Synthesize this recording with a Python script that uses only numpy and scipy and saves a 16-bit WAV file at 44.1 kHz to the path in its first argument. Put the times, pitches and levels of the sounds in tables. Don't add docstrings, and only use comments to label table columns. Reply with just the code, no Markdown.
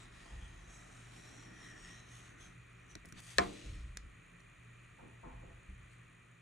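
import sys
import numpy as np
from scipy import signal
from scipy.fft import rfft, irfft, next_fast_len
from scipy.io import wavfile
from scipy.ndimage import uniform_filter1d

SR = 44100
rng = np.random.default_rng(int(sys.argv[2]) if len(sys.argv) > 2 else 0)


def persist_wave(psi):
    counts = np.round(np.clip(psi, -1, 1) * 32767).astype(np.int16)
    wavfile.write(sys.argv[1], SR, np.atleast_2d(counts).T)


N = 282681
T = np.arange(N) / SR
PADDED = next_fast_len(N, True)
HZ = np.fft.rfftfreq(PADDED, 1 / SR)


def amp(db):
    return 10 ** (np.asarray(db) / 20)


def unit(x):
    return x / np.sqrt(np.mean(x ** 2) + 1e-30)


def at_hz(points, hz=HZ):
    f, value = np.transpose(points)
    return np.interp(np.log(hz + 1), np.log(f + 1), value)


def over_time(points):
    return np.interp(T, *np.transpose(points))


def add(mix, s, sound):
    part = mix[:, round(s * SR):][:, :sound.shape[-1]]
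    part += sound[..., :part.shape[1]]


def pan(db):
    return amp(np.array([[db], [-db]]) / 2)


def colour(x, gain):
    return unit(irfft(rfft(x, PADDED) * gain, PADDED)[..., :N])


def peak(hz, width_hz):
    return 1 / (1 + 1j * (HZ - hz) / width_hz * np.sqrt(2)) ** 2


def resonate(x, hz, width_hz):
    turn = np.exp(2j * np.pi * np.cumsum(hz) / SR)
    decay = np.exp(-np.pi * width_hz / SR)
    return unit((turn * signal.lfilter([1], [1, -2 * decay, decay * decay], x / turn)).real)


def envelope(s, rise, hold, t60):
    age = np.maximum(T - s, 0)
    return np.minimum(age / rise, 1) * amp(-60 * np.maximum(age - rise - hold, 0) / t60)


def stereo(x, widest_db):
    # f/Hz, side level against mid/dB
    widths = [(50, -12), (120, -8), (220, -6.5), (360, -5), (530, 5.5), (720, 2), (950, 4.5), (1300, -7),
              (1800, -20), (2500, -6), (4400, -2.5), (5600, -10.5), (7200, -14.5), (8300, -4.5), (11200, 2),
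              (11800, 10), (12400, 36), (16000, 37)]
    mid, side = rfft(x, PADDED)
    width = amp(np.minimum(at_hz(widths), widest_db))
    left_right = np.array([mid + width * side, mid - width * side]) / np.sqrt(1 + width ** 2)
    return irfft(left_right, PADDED)[:, :N]


def noise(widest_db=32):
    return stereo(rng.standard_normal((2, N)), widest_db)


def drift(rate_hz):
    return colour(rng.standard_normal(N), 1 / (1 + (HZ / rate_hz) ** 4))


def patchy(x, depth_db=2.0):
    bands = signal.stft(x, SR, nperseg=512)[2]
    patches = uniform_filter1d(rng.standard_normal(bands.shape[1:]), size=5, axis=0)
    patches = unit(uniform_filter1d(patches, size=36, axis=1))
    return signal.istft(bands * amp(depth_db * patches), SR, nperseg=512)[1][:, :N]


def tiny_snaps(per_s, spread_db):
    size = amp(spread_db * np.minimum(rng.exponential(1, N), 4))
    happens = rng.random(N) < per_s / SR
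    return unit(stereo(rng.standard_normal((2, N)) * size * happens, widest_db=32))


def room_tail():
    # f/Hz, t60/s
    fades = [(100, 0.25), (280, 0.87), (700, 0.38), (1500, 0.19), (4000, 0.29), (12000, 0.047)]
    hz, t, bands = signal.stft(noise()[:, :SR], SR, nperseg=256)
    fade = amp(-60 * t / at_hz(fades, hz)[:, None])
    tail = signal.istft(bands * fade, SR, nperseg=256)[1][:, :SR]
    tail *= 1 - np.exp(-(T[:SR] / 0.0021) ** 2)
    return tail / np.linalg.norm(tail[0])


def fan_and_lamp(mains_hz=60):
    # f/Hz, level/dB
    rush = [(25, -19), (70, 8.5), (125, 12.5), (200, 4.5), (330, 2), (560, 0), (830, -7), (1200, 3),
            (1550, -1), (2450, -1), (3300, -8), (4200, -13), (5100, -27.5), (6500, -13.5)]
    rush_top = [(7600, -16), (8800, -20), (9900, -27.5), (12000, -25.5), (14000, -12.5), (16000, -44)]
    # f/Hz, width/Hz, level/dB
    whistle_bands = [(1915, 193, -70.5), (2398, 195, -70.5)]
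    whine_bands = [(6854, 120, -83), (9126, 170, -81.5)]
    # f/Hz, level/dB
    hum_tones = [(118.8, -64), (170.3, -72.5)]
    air = amp(-63) * colour(noise(), amp(at_hz(rush + rush_top)))
    flow = noise()
    whistles = sum(amp(db) * colour(flow, peak(hz, width)) for hz, width, db in whistle_bands)
    spurts = unit(amp(6.2 * np.cos(2 * np.pi * mains_hz * T)))
    whine = spurts * sum(amp(db) * colour(flow, peak(hz, width)) for hz, width, db in whine_bands)
    hum = sum(amp(db + 3.74 * drift(6)) * np.sqrt(2) * np.sin(2 * np.pi * hz * T + 0.23 * drift(9.2))
              for hz, db in hum_tones)
    end_dip_db = np.interp(T, [5.9, 6.4], [0, -3])
    return (air + whistles + whine + hum) * amp(end_dip_db)


def table_rumble():
    # f/Hz, level/dB
    tone = [(12, -43), (20, -34), (32, 16), (48, 17), (124, -4.5), (145, -30), (166, -34), (193, -0.5),
            (247, -70), (300, -11.5), (390, -52), (660, -120)]
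    # t/s, level/dB
    tremble = [(0, -61), (1.3, -66.5), (4.4, -69), (6.05, -72), (6.4, -81)]
    # t/s, level/dB, hold/s
    jolts = [(0.305, -49, 0.11), (0.517, -58, 0.19), (1.784, -59.5, 0.056), (2.39, -61.5, .05),
             (2.926, -59, .03), (3.359, -47, 0.012), (3.646, -46.5, 0.22), (3.932, -53, 0.11),
             (5.234, -54, 0.12), (5.37, -57.5, 0.15), (5.672, -48.5, 0.017), (5.787, -60, 0.025)]
    rumble = colour(rng.standard_normal(N), amp(at_hz(tone)))
    rumble /= np.sqrt(uniform_filter1d(rumble ** 2, size=2200) + 0.0055)
    rumble = colour(rumble, 1 - 1 / (1 + (HZ / 31) ** 8))
    power = amp(over_time(tremble)) ** 2
    for s, db, hold in jolts:
        power += (amp(db) * envelope(s, rise=0.024, hold=hold, t60=0.37)) ** 2
    return rumble * np.sqrt(power)


def scuffs():
    # t/s, level/dB, rise/s, t60/s, treble limit/Hz
    contacts = [(.21, -62.5, 0.046, 2.1, 1030), (2.954, -46, 0.0022, 0.075, 480),
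                (3.045, -53.5, 0.0013, 0.079, 525), (3.072, -61, .008, 0.3, 260),
                (3.124, -52, 0.0031, 0.24, 310), (3.17, -59, 0.0055, 0.16, 240),
                (3.628, -55, 0.018, 0.41, 480), (3.742, -60.5, 0.0086, 0.48, 372),
                (4.032, -61.5, 0.0059, 0.57, 350), (4.982, -60, 0.0096, 0.76, 1210),
                (5.014, -55, 0.022, 0.37, 450), (5.229, -53, 0.01, 0.76, 1280),
                (5.25, -56, 0.022, 0.26, 330), (5.41, -59, 0.034, 0.56, 660)]
    # f/Hz, level/dB
    tone = [(50, -4), (110, 0.5), (280, 1), (400, -2), (520, -6), (610, -13), (720, -3), (830, 4),
            (980, -4), (1300, 3)]
    # f/Hz, width/Hz, level/dB
    rings = [(510, 30, 3.5), (680, 17, 12), (912, 34, 7), (1054, 54, 7)]
    out, rub = np.zeros((2, N)), noise(widest_db=0.5)
    body = amp(at_hz(tone)) + sum(amp(db) * abs(peak(hz, width)) for hz, width, db in rings)
    for s, db, rise, t60, top_hz in contacts:
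        swell = amp(db) * envelope(s, rise, 0, t60)
        out += swell * colour(rub, body / (1 + (HZ / top_hz) ** 6))
    return out


def hand_brush():
    # fastest at t/s, level/dB, swell/s, fade/s, treble tilt/dB per octave
    sweeps = [(3.09, -72, 0.025, 0.025, 5), (3.195, -54.5, 0.031, 0.0094, -12.5),
              (3.24, -59.5, 0.036, 0.032, 1), (3.299, -56.5, 0.034, 0.038, -3.5),
              (3.43, -55.5, 0.1, 0.083, -5.5), (3.579, -58, 0.084, 0.23, -10.5),
              (5.92, -74.5, 0.04, 0.055, -2)]
    # f/Hz, level/dB
    tone = [(200, -20), (500, -4), (1500, -4.5), (3000, 4), (3900, 5), (4500, 2.5), (5300, -3.5), (6400, 4),
            (7400, 1), (8300, 7.5), (9700, -2), (11000, 1), (13000, -5), (16000, -16)]
    out, grit = np.zeros((2, N)), patchy(tiny_snaps(per_s=10000, spread_db=1))
    treble_octaves = np.log2(1 + (HZ / 4000) ** 2) / 2
    for s, db, swell, fade, tilt_db in sweeps:
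        level = amp(db) * np.exp(-((T - s) / np.where(T < s, swell, fade)) ** 2)
        out += level * colour(grit, amp(at_hz(tone) + tilt_db * treble_octaves))
    return out * amp(0.16 * drift(30)) * pan(1.4)


def knock(s=3.3837, crack_low_hz=603):
    # f/Hz, level/dB, t60/s, lag of the right channel/radians
    rings = [(157, -28, 0.033, 0.05), (189.4, -36, 0.31, 0.085), (270, -37.5, 0.12, 0.1),
             (301, -47, 0.98, 0.067), (322.5, -31, 0.16, 1), (376, -40.5, 0.3, 0.067),
             (440, -17.5, 0.018, .2), (468, -52, 0.84, 0.81), (534, -22, 0.044, 2.24), (588, -52, 1, 2.1),
             (697.4, -28.5, 0.22, 1.88), (720, -22, 0.13, 3.46), (847, -38, 0.24, 3.35),
             (903, -39, 0.09, 4.1), (996, -37, 0.16, 1.6), (1050, -26, 0.11, 1.74),
             (1225, -41, 0.098, 0.23), (1244, -31.5, 0.06, .4), (1710, -20, 0.035, 0.16),
             (1790, -15.5, 0.03, .05), (2140, -25, 0.03, 2.4), (2310, -30.5, 0.056, 1.7),
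             (2590, -19.5, 0.014, 1.7), (3300, -17, 0.0035, 1.3), (4180, -9.5, 0.0056, 1.5),
             (5020, -34, 0.029, 0.79), (6150, -21.5, 0.0056, 0.79), (8060, -21, 0.0046, 0.25),
             (12500, -44, 0.0033, 0.8)]
    # delay/s, level/dB, t60/s, left minus right/dB, treble limit/Hz
    cracks = [(0, -13, 0.003, 1.5, 7300), (.0019, -21.5, 0.0021, 8, 7000), (.0046, -27.5, .012, 4, 6600),
              (0.011, -27, 0.0091, -5, 6200)]
    # f/Hz, level/dB
    echo_tone = [(60, 2.5), (200, 1), (350, 0.5), (500, -1.5), (720, -3), (850, 1.5), (1200, 4.5),
                 (1750, 0.5), (2300, -2.5), (3000, -12.5), (4200, -11.5), (5200, -20), (8000, -15),
                 (10000, -31), (16000, -53)]
    out, echo, t = np.zeros((2, N)), np.zeros((2, N)), T[:SR]
    for hz, db, t60, lag in rings:
        build = 1 - np.exp(-(t / (0.36 / hz + 0.031 * t60)) ** 2)
        wave = np.sin(2 * np.pi * hz * t - np.array([[0], [lag]]))
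        add(out, s, build * amp(db - 60 * t / t60) * wave)
    for delay, db, t60, pan_db, top_hz in cracks:
        crack = amp(db - 60 * t / t60) * rng.standard_normal((2, SR)) * pan(pan_db)
        band = signal.butter(4, [crack_low_hz, top_hz], "bandpass", fs=SR, output="sos")
        add(out, s + delay, signal.sosfilt(band, crack))
    add(echo, s, room_tail())
    return out * pan(2.2) + amp(-56.5) * colour(echo, amp(at_hz(echo_tone)))


def cutter_clicks(echo_db=-17, echo_top_hz=7250):
    # t/s, level/dB, tilt/dB per octave, length/s, treble limit/Hz
    touches = [(2.953, -33, 5, 0.0028, 5760), (3.0496, -43.5, -12, 0.0011, 3000),
               (3.055, -48.5, 32, 0.0065, 10000), (3.0870, -52, 26, 0.0048, 16000),
               (3.124, -39, 0.5, 0.0027, 16000), (3.202, -45, 18, 0.0035, 16000),
               (3.9718, -25, 1.5, 0.00085, 13700), (3.9747, -34, -3, 0.00052, 9000),
               (4.402, -55, 3, 0.0053, 7500)]
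    # f/Hz, level/dB, t60/s
    rings = [(1900, 2.5, 0.0044), (2420, -14, 0.013), (4280, -2, 0.0022), (5890, -6.5, 0.01),
             (7100, -0.5, 0.0031), (8540, -6, 0.0023), (10600, -0.5, 0.0011), (12900, -9, 0.0029),
             (15200, -5, 0.0023)]
    out, t = np.zeros((2, N)), T[:3000]
    no_bass = HZ ** 2 / (HZ ** 2 + 1100 ** 2)
    grit = colour(noise(widest_db=19), no_bass / (1 + (HZ / 15000) ** 12))
    for s, db, tilt_db, length, top_hz in touches:
        ring = np.zeros(len(t))
        for hz, ring_db, t60 in rings:
            level = amp(ring_db + tilt_db * np.log2(hz / 4000) - 60 * t / t60)
            ring += level / (1 + (hz / top_hz) ** 6) * np.sin(2 * np.pi * hz * t)
        burst = grit[:, round(s * SR):][:, :len(t)] * np.exp(-(t / length) ** 2)
        click = signal.fftconvolve(burst, ring[None], axes=1)
        add(out, s, amp(db) * click / abs(click).max())
    dull = signal.sosfilt(signal.butter(4, echo_top_hz, fs=SR, output="sos"), out)
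    echo = signal.fftconvolve(dull, room_tail(), axes=1)[:, :N]
    return out * pan(0.84) + amp(echo_db) * echo


def cutter_ring(snaps, steel_gain):
    # t/s, level/dB
    handle = [(0.1, -87), (0.3, -65), (0.6, -78), (1.05, -92), (1.45, -73), (1.68, -59), (1.9, -63),
              (2.08, -74), (2.9, -91)]
    # t/s, f/Hz, level/dB
    blade_low = [(0.0, 5660, -9), (0.55, 5660, -9), (0.75, 5840, -2), (1.0, 5720, -9), (1.2, 5670, -1.5),
                 (1.45, 5700, 3.5), (1.65, 5720, 2.5), (1.9, 5630, 3), (2.2, 5820, -4), (2.45, 5760, -5),
                 (2.9, 5800, 6.5)]
    blade_high = [(0.0, 6400, -18), (0.45, 6350, -0.5), (0.72, 6350, 1), (1.05, 6260, -10),
                  (1.55, 6400, -17), (1.8, 6630, -3), (2.0, 6400, 2.5), (2.25, 6360, 0), (2.45, 6260, 5.5),
                  (2.9, 6100, -10)]
    # f/Hz, width/Hz, level/dB
    stem = [(3270, 180, -18.5), (3920, 310, -13.5), (6920, 210, -14)]
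    # t/s, half length/s, f/Hz, level/dB
    zings = [(.02, 0.023, 7650, -68), (.3, .04, 3250, -73), (.44, .035, 3300, -69), (0.743, .04, 7840, -73),
             (0.97, 0.09, 8560, -73), (1.27, 0.083, 7500, -78), (1.656, .045, 8300, -75),
             (1.65, .04, 4000, -76), (1.854, 0.094, 8270, -71), (1.9, 0.076, 10900, -86),
             (2.003, 0.068, 3940, -72), (2.15, 0.034, 8300, -79), (2.158, 0.073, 10850, -74.5),
             (2.43, .03, 3370, -70)]
    ring = amp(over_time(handle)) * colour(snaps, peak(1870, 145))
    for s, hz, db in (np.transpose(blade_low), np.transpose(blade_high)):
        pitch = np.interp(T, s, hz) * (1 + 0.014 * drift(rate_hz=12))
        ring += steel_gain * amp(np.interp(T, s, db)) * resonate(snaps, pitch, width_hz=440)
    for hz, width, db in stem:
        waver = unit(amp(3.5 * drift(rate_hz=3)))
        ring += steel_gain * amp(db) * waver * colour(snaps, peak(hz, width))
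    for s, half, hz, db in zings:
        start = max(s - 3 * half, 0)
        part = slice(round(start * SR), round((s + 3 * half) * SR))
        swell = amp(db) * np.exp(-((T[part] - s) / half) ** 2)
        add(ring, start, swell * resonate(snaps[:, part], np.full(len(swell), hz), width_hz=500))
    return ring


def hand_drag():
    # t/s, level/dB
    levels = [(0, -66), (0.6, -68.5), (0.9, -62), (1.1, -64), (1.4, -60), (1.85, -63), (2.1, -67.5),
              (2.5, -62.5), (2.65, -86), (2.88, -68)]
    # f/Hz, level/dB
    tone = [(80, -35), (160, 3.5), (300, 6.5), (500, -4.5), (750, -0.5), (1000, -7), (1400, -1),
            (2200, -7.5), (5000, -47)]
    return amp(over_time(levels)) * colour(patchy(noise()), amp(at_hz(tone)))


def cutting(usual_bite_db=-68, lift_s=0.018):
    # t/s, level/dB
    bite = [(0.0, -72), (0.025, -72.5), (0.1, -82), (0.15, -75), (0.26, -74.5), (0.61, -78), (0.69, -75),
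            (0.755, -67.5), (0.82, -75), (0.95, -72), (1.1, -73.5), (1.19, -69.5), (1.42, -73), (1.52, -78),
            (1.6, -71.5), (1.67, -69.5), (1.75, -77.5), (1.83, -71), (1.95, -70.5), (2.06, -79.5),
            (2.15, -70.5), (2.28, -74.5), (2.365, -86), (2.41, -71), (2.45, -71.5), (2.53, -84.5),
            (2.57, -94), (2.78, -95), (2.88, -92), (2.91, -71), (2.94, -83)]
    # f/Hz, level/dB
    hiss_tone = [(3500, 1.5), (5000, 1), (5600, 4.5), (7200, 13), (8300, 9), (9300, 5.5), (10900, 4),
                 (12200, -6), (13600, 1), (16000, -19)]
    rasp_tone = [(600, 3.5), (1100, 8), (1450, -1.5), (2400, 4.5), (3200, 5.5), (3450, 2.5), (3850, 4),
                 (4900, -5.5), (7000, -30)]
    # t/s, level/dB
    roughness = [(0, 3), (0.45, 4), (0.75, -4.5), (1.25, -1.5), (1.7, 1.5), (2.0, 1), (2.2, -1), (2.45, 0),
                 (2.9, 0)]
    bite_db = over_time(bite) - usual_bite_db
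    snaps = tiny_snaps(per_s=7000, spread_db=-0.5)
    snaps += amp(-11) * tiny_snaps(per_s=400, spread_db=1.3)
    grit = patchy(snaps)
    hiss = amp(-64.5 + bite_db) * colour(grit, amp(at_hz(hiss_tone)))
    rasp = amp(-64 + 0.75 * bite_db + over_time(roughness)) * colour(grit, amp(at_hz(rasp_tone)))
    ring = cutter_ring(snaps, steel_gain=amp(-66 + 1.03 * bite_db))
    rub = hand_drag()
    flicker = amp(0.8 * drift(14))
    end_s = bite[-1][0]
    lift_off = np.interp(T, [end_s, end_s + lift_s], [1, 0])
    return ((hiss + rasp + ring) * flicker * pan(0.81) + rub) * lift_off


def scene():
    return cutting() + hand_brush() + table_rumble() + scuffs() + cutter_clicks() + knock() + fan_and_lamp()


def record(dry):
    return signal.oaconvolve(dry, signal.firwin(511, 15800, window=("kaiser", 9), fs=SR)[None], "same")


dry = scene()
out = record(dry)
persist_wave(out)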